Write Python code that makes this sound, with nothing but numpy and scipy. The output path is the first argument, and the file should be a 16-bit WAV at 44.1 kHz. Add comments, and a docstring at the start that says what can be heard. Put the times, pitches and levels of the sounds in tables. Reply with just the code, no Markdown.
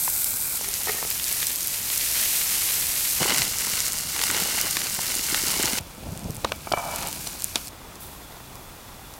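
"""A close, bright sizzle: meat fries on a perforated grill pan over a camp fire at night. Five scenes follow
one another, the scene changing abruptly: two close fries, a flare-up, the pan lifted off and set back, a skewer
over embers. Bursting bubbles act as random impulses: fine ones fizz, larger ones spatter, and fat spits and
pops. Crackle excites the hollows under the pan; knocks and scrapes excite the pan's own modes. Beneath it all,
flames flutter over quiet night air and a faint chorus of insects."""
import sys
import numpy as np
from scipy import signal
from scipy.fft import rfft, irfft
from scipy.io import wavfile

SR = 44100
rng = np.random.default_rng(int(sys.argv[2]) if len(sys.argv) > 2 else 0)


def persist_wave(psi):
    """Save psi, clipped to +-1, as 16-bit WAV."""
    counts = np.round(np.clip(psi, -1, 1) * 32767).astype(np.int16)
    wavfile.write(sys.argv[1], SR, np.atleast_2d(counts).T)


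N = 405279

# the five scenes: start_s, end_s
SCENES = [(0, .585), (.585, 3.187), (3.187, 5.79), (5.79, 7.69), (7.69, 9.19)]
# spectrum of the night air: frequency_hz, gain_db
NIGHT_SPECTRUM = [(12, -24), (20, -5), (59, 0), (141, -5), (431, -13.5), (1280, -13.5), (1390, -13),
                  (1510, -17.5), (2120, -21), (2430, -18), (3040, -21), (3400, -23), (3700, -22.5),
                  (15800, -25)]
# far insect chorus: pitch_hz, bandwidth_hz, level_db
INSECT_BANDS = [(2426, 60, -68), (3435, 140, -62)]
# spectrum of the faint hiss that differs between the channels: frequency_hz, gain_db
SIDE_HISS_SPECTRUM = [(18, -37), (30, -11), (209, 13), (1090, 1.5), (1420, -9.5), (5120, -17), (15800, -8)]
# spectrum of the flames: frequency_hz, gain_db
FLAME_SPECTRUM = [(24, -30), (40, 4), (178, 5.5), (286, -4.5), (406, -9.5), (599, -6.5), (1000, -13.5),
                  (1300, -51), (2200, -120)]
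# flames licking up: time_s, level_db
FLARE_ENVELOPE = [(3.19, -52), (3.22, -38), (3.32, -43), (3.45, -44), (3.95, -51), (4.3, -50.5),
                  (4.82, -48), (5.26, -54), (5.64, -40), (5.8, -43), (5.9, -45), (6.1, -37), (6.29, -37.5),
                  (6.36, -41), (6.6, -42), (6.91, -43.5), (7.3, -46.5), (7.69, -47)]
# soft low puffs of gas catching and plops of fat: start_s, level_db, centre_hz
PUFFS = [(3.208, -19, 169), (3.213, -18, 437), (3.22, -14, 345), (3.254, -16, 361), (3.39, -28, 145),
         (4.293, -24, 388), (4.418, -26, 167), (4.765, -25, 245), (4.984, -25.5, 161), (5.161, -27, 363),
         (5.192, -26, 221), (5.324, -20, 327), (5.435, -23, 280), (5.473, -24, 317), (5.565, -23, 350),
         (5.597, -18, 315), (5.64, -19, 300), (5.73, -22, 200), (6.085, -27, 99.6), (6.114, -28.5, 105),
         (6.256, -21.5, 110), (6.295, -19, 142), (6.445, -19.5, 165), (6.717, -22, 260), (6.773, -20, 240),
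         (7.556, -21.5, 262)]
# vibration modes of the pan: pitch_hz, gain_db, t60_s
PAN_MODES = [(640, -5, .05), (705, 0.1, .09), (850, -5, .05), (991, -3, .07), (1244, -5, .07),
             (1340, -6, .07), (1728, -14, .08), (2285, -10, .12), (2315, -6, .13), (2961, -12, .12)]
# pan against its stand: start_s, clunk_db, clunk_hz, crack_db, ring_db, ring_tilt_db_per_octave
KNOCKS = [(6.446, -8, 900, -13.5, -38, -8), (6.519, -13.5, 800, -26, -33, -1),
          (6.671, -16.5, 815, -45, -39, 1), (6.718, -12, 800, -40, -29, -2),
          (6.736, -7.5, 556, -45, -28, 3.5), (6.774, -14.5, 800, -40, -21, -7),
          (7.065, -27, 708, -23, -46, -5), (7.27, -28, 834, -21.5, -44, -7),
          (7.557, -17, 735, -7, -32, -0.5)]
# pan pushed into place, a jerk and a slide: start_s, length_s, level_db
SCRAPES = [(6.774, 0.019, -30.5), (6.8, 0.283, -38.5)]
# food pushed about on the pan: start_s, length_s, level_db
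FOOD_SHIFTS = [(0.612, .015, -42), (0.645, 0.056, -42.5), (0.872, 0.035, -33.5), (0.92, 0.085, -40),
               (1.024, 0.021, -36.5)]
# resonances of the pan loaded with food: pitch_hz, bandwidth_hz, gain_db
LOADED_PAN_MODES = [(423, 73, 2.5), (680, 76, -1.5), (1270, 120, -1), (1850, 52, 0.5), (2100, 35, -1)]
# resonances of the hollows under the pan: pitch_hz, bandwidth_hz, gain_db
HOLLOW_MODES = [(182, 72, 0), (340, 210, 0), (910, 310, 2), (1575, 68, -2.5), (1970, 240, 1.5),
                (2980, 78, 5.5), (4170, 170, -2)]
# fits of sputtering as fat runs onto the coals: start_s, length_s, level_db
SPUTTERS = [(0.8, .3, -45), (2.55, 0.073, -43), (3.207, 0.034, -29), (3.28, 0.069, -27),
            (3.36, 0.066, -32.5), (4.16, 0.093, -38.5), (4.3, 0.12, -33.5), (4.45, .22, -34.5),
            (4.79, 0.078, -38.5), (5.04, 0.37, -41), (5.47, 0.11, -32), (5.6, .09, -29.5),
            (5.7, .085, -34.5), (6.45, 0.051, -43), (6.92, 0.17, -38), (7.1, 0.35, -46.5),
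            (7.55, 0.04, -40)]
# dull spits and nudges of food: start_s, level_db, centre_hz
SPITS = [(0.078, -14, 926), (0.611, -22, 430), (0.645, -17, 2160), (0.813, -19, 3000), (0.873, -18, 406),
         (0.894, -16, 1700), (0.896, -18, 500), (1.027, -16.5, 550), (1.112, -14, 2790), (1.198, -14, 2840),
         (1.429, -11, 2610), (1.503, -17, 2640), (1.901, -13, 2900), (2.01, -11.5, 3050), (3.209, -18, 397),
         (3.229, -7.5, 1500), (3.259, -15, 533), (3.305, -9, 2300), (3.345, -8, 2600), (3.419, -4, 2200),
         (3.621, -15, 1890), (3.671, -21, 385), (4.163, -13, 2170), (4.192, -9.5, 2940),
         (4.215, -6.5, 2780), (4.237, -5.5, 3000), (4.301, -7.5, 1500), (4.346, -12, 1900),
         (4.365, -14, 2000), (4.586, -10.5, 1960), (4.669, -14.5, 1090), (4.769, -6.5, 1890),
         (4.817, -12.5, 2300), (4.869, -12, 2970), (4.991, -14, 800), (5.193, -9, 2180), (5.345, -4, 2200),
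         (5.784, -10, 2150)]
# sharp pops of fat, and the crack of the pan knocking its stand: start_s, level_db, centre_hz, t60_s
POPS_AND_CRACK = [(0.244, -5, 12300, 0.0071), (0.8344, -7, 10700, .003), (0.919, -9, 10000, .0013),
                  (1.1034, -3.5, 11900, .002), (1.3267, -2, 10800, .0011), (1.4698, -4, 8000, 0.0032),
                  (1.5592, -5, 9450, 0.00082), (1.6728, -5, 11600, .0029), (1.9788, -7, 11500, .0035),
                  (3.3405, -9, 7000, .003), (3.3465, -10, 5000, .003), (3.3745, -7, 6000, .002),
                  (3.3827, -9, 7700, .0057), (3.3894, -10, 7400, .0039), (3.43, -11, 7000, .006),
                  (3.5856, -8, 6400, .0032), (3.8039, -5.5, 6100, .0045), (3.8665, -5.5, 7800, .001),
                  (3.882, -7, 10600, 0.0021), (3.9323, -7, 11700, .0031), (3.9866, -9.5, 7000, .0026),
                  (4.2384, -9, 8200, .0093), (4.3122, -6, 10100, .0035), (4.4005, -5, 7800, .0019),
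                  (4.5896, -17, 5500, .0055), (4.6131, -2.5, 8150, 0.0051), (4.71, -6, 8700, .0023),
                  (5.1431, -15, 8350, 0.0037), (5.1529, -5.5, 8700, .0055), (5.4836, -7, 6850, 0.0033),
                  (5.6283, -1, 6800, 0.001), (5.6567, -6, 5900, .0026), (5.8105, -23, 8650, .0012),
                  (6.1212, -27, 6800, .0039), (6.1756, -19, 9100, .0028), (6.1934, -24, 7100, .0037),
                  (6.243, -28, 6100, .0053), (6.307, -18, 9000, .0022), (6.3474, -21, 8900, .0037),
                  (6.3545, -21, 6700, .0034), (6.3674, -17, 8500, .0022), (6.4477, -19, 5170, .01),
                  (6.5208, -11.5, 2780, 0.0072), (6.7222, -8.5, 3750, 0.013), (6.7846, -19, 7200, .0056),
                  (6.9123, -19, 8200, .0036), (6.9596, -15.5, 8900, .012), (7.025, -18, 5560, .006),
                  (7.0728, -10, 9800, .002), (7.0856, -14, 8000, .004), (7.1286, -11, 8000, .0023),
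                  (7.2732, -15, 6300, .0077), (7.4057, -19, 6800, .0058), (7.4217, -11, 8400, .0027),
                  (7.4435, 1, 8000, 0.0012), (7.5571, -8, 5470, .0042), (7.5783, -21, 10100, .0057),
                  (7.6726, -18, 9800, .0041), (7.9557, -28.5, 7230, .014), (8.5555, -24, 8500, .0067),
                  (9.138, -27.5, 6000, .01)]
# spectrum of the frying, one list a scene: frequency_hz, gain_db
FRY_SPECTRA = [
    [(880, -34), (1500, -11), (1770, -22), (2340, -10.5), (2850, -18.5), (4060, -9.5), (6910, -6),
     (7770, -1.5), (10300, -3), (12600, -0.5), (15800, -7)],
    [(880, -12.5), (1500, -8), (2180, -1.5), (3430, -1.5), (4180, 1.5), (12800, 2), (13800, 2.5),
     (15800, -7)],
    [(880, -13), (1500, -2), (1690, -6.5), (2140, 1), (2550, -6.5), (2790, 1), (3300, -5), (4260, -1.5),
     (8090, -4.5), (13400, -8), (15800, -12.5)],
    [(880, -32), (1500, -5.5), (1940, -13), (2250, -3), (2480, -3.5), (3140, -6.5), (4350, -1.5),
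     (13100, -5), (15800, -11)],
    [(880, -33), (1500, -8), (2990, -7), (3500, 4), (4260, 0.5), (12100, 13), (15800, 9.5)],
]
# bursting bubbles, one row a scene: fizz_per_s, fizz_spread_db, spatter_per_s, spatter_spread_db
BUBBLES = [(14200, 3.0, 4800, -0.5), (11900, 2, 4000, 2.5), (10900, 3.5, 5000, 4.5), (5600, 2.5, 1400, 3),
           (15000, 2.5, 6500, -2)]
# vigour of the fry as the level of its fizz, one list a scene: time_s, level_db
FIZZ_ENVELOPES = [
    [(0.0, -24), (0.22, -23), (0.35, -27), (0.585, -25.5)],
    [(0.585, -29.5), (0.82, -27.5), (1.06, -28.5), (1.41, -26), (1.74, -29), (1.95, -27), (2.2, -22.5),
     (2.55, -23.5), (2.7, -22.5), (2.85, -25), (3.187, -24)],
    [(3.187, -25.5), (3.35, -22.5), (3.5, -27), (3.86, -25.5), (3.91, -30), (4.04, -28.5), (4.14, -27),
     (4.36, -26), (4.6, -26.5), (4.75, -28), (5.1, -28.5), (5.55, -24.5), (5.79, -28)],
    [(5.79, -50), (5.95, -50), (6.3, -46.5), (6.62, -44), (7.02, -35), (7.3, -37.5), (7.69, -39)],
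    [(7.69, -59), (7.995, -54), (8.005, -39), (8.035, -37.5), (8.085, -44), (8.14, -44), (8.2, -50),
     (8.9, -52.5), (9.19, -49)],
]
# balance, one row a scene: spatter_db (at mean vigour), spatter_db_per_fizz_db, steady_crackle_db
FRY_BALANCE = [(-37, 0.51, -46), (-34, 1.34, -51.5), (-34.5, 1.6, -45), (-48, 0.49, -58.5),
               (-53.5, 0.33, -46)]

NIGHT_DB, SIDE_HISS_DB = -43.5, -70.5
SPUTTER_RISE_S, SPUTTER_FALL_S = .012, .069
SMALL_POPS_PER_S, SMALL_POP_HZ, SMALL_POP_T60_S = 22, (6500, 11500), (.0011, .0035)
CUTOFF_HZ = 15850


def from_db(db):
    """Amplitude ratio: tenfold for every 20 dB."""
    return 10 ** (np.asarray(db) / 20)


def unit_rms(x):
    """Normalisation to a mean power of 1."""
    return x / np.sqrt(np.mean(x ** 2) + 1e-20)


def envelope(rows):
    """Gain interpolated in decibels between rows (time_s, level_db), silent outside them."""
    time_s, level_db = np.transpose(rows)
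    return from_db(np.interp(np.arange(N) / SR, time_s, level_db, left=-200, right=-200))


def swells(events, rise_s, fall_s):
    """Incoherent sources add in power: each event rises, holds, then decays 60 dB in fall_s."""
    t, power = np.arange(N) / SR, np.zeros(N)
    for start_s, length_s, db in events:
        rise = np.clip((t - start_s) / rise_s + 1, 0, 1)
        decay_db = 60 * np.clip(t - start_s - length_s, 0, 9) / fall_s
        power += (rise * from_db(db - decay_db)) ** 2
    return np.sqrt(power)


def colour(x, spectrum):
    """Minimum-phase filtering: folding the cepstrum gives a causal response with this spectrum."""
    size = 4096
    hz, db = np.transpose(spectrum)
    bin_db = np.interp(np.log(np.fft.rfftfreq(size, 1 / SR) + 1), np.log(hz), db)
    cepstrum = irfft(bin_db * np.log(10) / 20)
    cepstrum[1:size // 2] *= 2
    cepstrum[size // 2 + 1:] = 0
    return signal.oaconvolve(x, irfft(np.exp(rfft(cepstrum))))[:len(x)]


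def butter(x, hz, kind, order=2):
    """Butterworth filter: a maximally flat passband."""
    return signal.sosfilt(signal.butter(order, hz, kind, fs=SR, output="sos"), x)


def resonate(x, hz, width_hz):
    """Damped resonator with unit gain at its peak."""
    r = np.exp(-np.pi * width_hz / SR)
    feedback = [1, -2 * r * np.cos(2 * np.pi * hz / SR), r * r]
    return signal.lfilter(np.array([1, 0, -1]) * (1 - r * r) / 2, feedback, x + 1e-18)


def drift(rate_hz):
    """Random fluctuation of unit spread: noise low-passed at rate_hz."""
    r = np.exp(-40 * np.pi * rate_hz / SR)   # one step every 20 samples
    slow = signal.lfilter([1], [1, -2 * r, r * r], rng.standard_normal(N // 20 + 2002))[2000:]
    return np.interp(np.arange(N) / 20, np.arange(len(slow)), unit_rms(slow))


def shot_noise(per_s, spread_db, clump_db, clump_hz):
    """Poisson impulses, mostly small and a few large, clumped by a drifting level."""
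    sizes = from_db(spread_db * np.minimum(rng.exponential(1, N), 5.2)) * rng.choice([-1, 1], N)
    occurs = rng.random(N) < per_s / SR
    return sizes * occurs * from_db(clump_db * drift(clump_hz))


def bursts(events, relative_width):
    """Band-limited transients: a snap and decaying noise per row (start_s, peak_db, centre_hz, t60_s)."""
    size = 4096
    out, noise = np.zeros(N + size), rng.standard_normal((len(events), size))
    for (start_s, peak_db, hz, t60_s), row in zip(events, noise):
        burst = row * np.exp(-np.arange(size) / SR * np.log(1000) / t60_s)
        burst[0] = 2.4 * np.sign(row[0])   # the snap
        burst = resonate(burst, hz, relative_width * hz)
        at = round(start_s * SR)
        out[at:at + size] += from_db(peak_db) * burst / np.abs(burst).max()
    return out[:N]


def night():
    """Ambient noise: broadband far rumble and rustle, with insects merging into narrow bands."""
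    air = from_db(NIGHT_DB) * unit_rms(colour(rng.standard_normal(N), NIGHT_SPECTRUM))
    white = rng.standard_normal(N)
    return air + sum(from_db(db) * unit_rms(resonate(resonate(white, hz, width), hz, width))
                     for hz, width, db in INSECT_BANDS)


def flames():
    """Combustion noise: a low, amplitude-modulated flutter, with puffs that last a few cycles."""
    flutter = colour(rng.standard_normal(N) * from_db(4.1 * drift(rate_hz=30)), FLAME_SPECTRUM)
    puffs = bursts([(s, db, hz, 7.5 / hz) for s, db, hz in PUFFS], relative_width=.43)
    return envelope(FLARE_ENVELOPE) * unit_rms(flutter) + butter(puffs, 470, "low")


def pan():
    """Modal vibration: impact and friction ring the same modes; each knock adds a clunk and a crack."""
    start_s, clunk_db, clunk_hz, crack_db, ring_db, tilt_db = np.transpose(KNOCKS)
    at = np.round(start_s * SR).astype(int)
    roughness = unit_rms(shot_noise(8000, spread_db=4, clump_db=2.7, clump_hz=60))
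    friction = swells(SCRAPES, rise_s=.016, fall_s=.07) * roughness
    out = 8.4 * resonate(resonate(friction, 730, 510), 730, 510)   # the grind itself
    for hz, mode_db, t60_s in PAN_MODES:
        force = from_db(mode_db - 28) * friction
        strike_db = ring_db + mode_db + tilt_db * np.log2(hz / 700)
        force[at] += from_db(strike_db + rng.normal(0, 2.2, len(at)))
        r, w = from_db(-60 / (t60_s * SR)), 2 * np.pi * hz / SR
        out += signal.lfilter([0, np.sin(w)], [1, -2 * r * np.cos(w), r * r], force + 1e-18)
    clunk_rows = [(s, db, hz, .025) for s, db, hz in zip(start_s, clunk_db, clunk_hz)]
    clunks = butter(bursts(clunk_rows, relative_width=.74), 1440, "low", order=4)
    cracks = bursts([(s, db, 3500, .018) for s, db in zip(start_s, crack_db)], relative_width=.46)
    return out + clunks + cracks


def shifting_food():
    """Forced vibration: wet friction sets the loaded pan humming."""
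    friction = unit_rms(shot_noise(2500, spread_db=5.5, clump_db=3, clump_hz=41))
    hum = sum(from_db(db) * unit_rms(resonate(friction, hz, width)) for hz, width, db in LOADED_PAN_MODES)
    return swells(FOOD_SHIFTS, rise_s=.0071, fall_s=.11) * unit_rms(hum)


def hollows(x):
    """Cavity resonance: the hollows under the pan respond in parallel, with alternating polarity."""
    return sum((-1) ** k * from_db(db) * resonate(x, hz, width)
               for k, (hz, width, db) in enumerate(HOLLOW_MODES))


def crackle():
    """Impulse excitation: fat and coals ring the hollows, dull when faint and bright when strong."""
    steady = sum(envelope([(start, db), (end, db)]) for (start, end), (*_, db) in zip(SCENES, FRY_BALANCE))
    level = np.hypot(steady, swells(SPUTTERS, SPUTTER_RISE_S, SPUTTER_FALL_S))
    ringing = unit_rms(hollows(shot_noise(6000, spread_db=2.5, clump_db=2.8, clump_hz=62)))
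    brightness = np.clip(level / from_db(-36.5), 0, 1)
    return level * (butter(ringing, 1640, "low") + brightness * butter(ringing, 2130, "high"))


def spits():
    """Broadband transients: dry cracks, heard directly and through the resonance of the hollows."""
    direct = bursts([(s, db, hz, .011) for s, db, hz in SPITS], relative_width=1.13)
    return .7 * direct + .36 * hollows(direct)


def pops_and_crack():
    """Brief impulses sound bright: sharp pops of fat, and the crack of the pan knocking its stand."""
    # small random pops follow the fizz in level
    fizz = sum(envelope(rows) for rows in FIZZ_ENVELOPES)
    when, size, pitch, length = rng.random((round(SMALL_POPS_PER_S * N / SR), 4)).T
    fizz_db = 20 * np.log10(fizz[(when * N).astype(int)] + 1e-9)
    peak_db = np.minimum(fizz_db + 17, -12.5) + 4 * (2 * size - 1)   # capped, then scattered
    (low_hz, high_hz), (short_s, long_s) = SMALL_POP_HZ, SMALL_POP_T60_S
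    centre_hz = low_hz * (high_hz / low_hz) ** pitch
    t60_s = short_s * (long_s / short_s) ** length
    skewer_start_s = SCENES[-1][0]
    small = [row for row in zip(when * N / SR, peak_db, centre_hz, t60_s) if row[0] < skewer_start_s]
    return butter(bursts(POPS_AND_CRACK + small, relative_width=.69), 2300, "high")


def frying():
    """Shot noise of bursting bubbles: small ones fizz in the treble, larger, rarer ones spatter below."""
    out, bubbles = np.zeros(N), np.zeros((4, N))
    for (start, end), row in zip(SCENES, BUBBLES):
        bubbles[:, round(start * SR):round(end * SR) + 1] = np.array(row)[:, None]
    small_per_s, small_spread_db, large_per_s, large_spread_db = bubbles
    small = shot_noise(small_per_s, small_spread_db, clump_db=1.04, clump_hz=200)
    large = shot_noise(large_per_s, large_spread_db, clump_db=1.56, clump_hz=50)
    sputter = from_db(-1) * swells(SPUTTERS, SPUTTER_RISE_S, SPUTTER_FALL_S)
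    surge = from_db(.7 * drift(rate_hz=7.2))   # the fry surges and slackens
    for (start, end), levels, spectrum, balance in zip(SCENES, FIZZ_ENVELOPES, FRY_SPECTRA, FRY_BALANCE):
        now = slice(round(start * SR), round(end * SR))
        spatter_db, exponent, _ = balance
        fizz_gain = envelope(levels)[now] * surge[now]
        vigour = fizz_gain / np.exp(np.log(fizz_gain).mean())   # relative to the scene's geometric mean
        spatter_gain = np.hypot(from_db(spatter_db) * vigour ** exponent, sputter[now])
        # large bubbles reach the treble too
        both = .92 * small[now] / small[now].std() + .32 * large[now] / large[now].std()
        out[now] += fizz_gain * unit_rms(butter(colour(both, spectrum), 4520, "high"))
        out[now] += spatter_gain * unit_rms(butter(colour(large[now], spectrum), 3830, "low"))
    return out


def scene():
    """Superposition: all sources are centred, except a faint hiss in antiphase between the channels."""
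    mid = frying() + crackle() + spits() + pops_and_crack() + shifting_food() + pan() + flames() + night()
    side = from_db(SIDE_HISS_DB) * unit_rms(colour(rng.standard_normal(N), SIDE_HISS_SPECTRUM))
    return np.array([mid + side, mid - side])


def record(dry):
    """Clipping and band limiting: peaks stop at full scale, then a steep low-pass cuts the top."""
    low_pass = signal.ellip(12, .3, 60, CUTOFF_HZ, fs=SR, output="sos")
    return signal.sosfilt(low_pass, np.clip(dry, -1, 1))


dry = scene()
out = record(dry)
persist_wave(out)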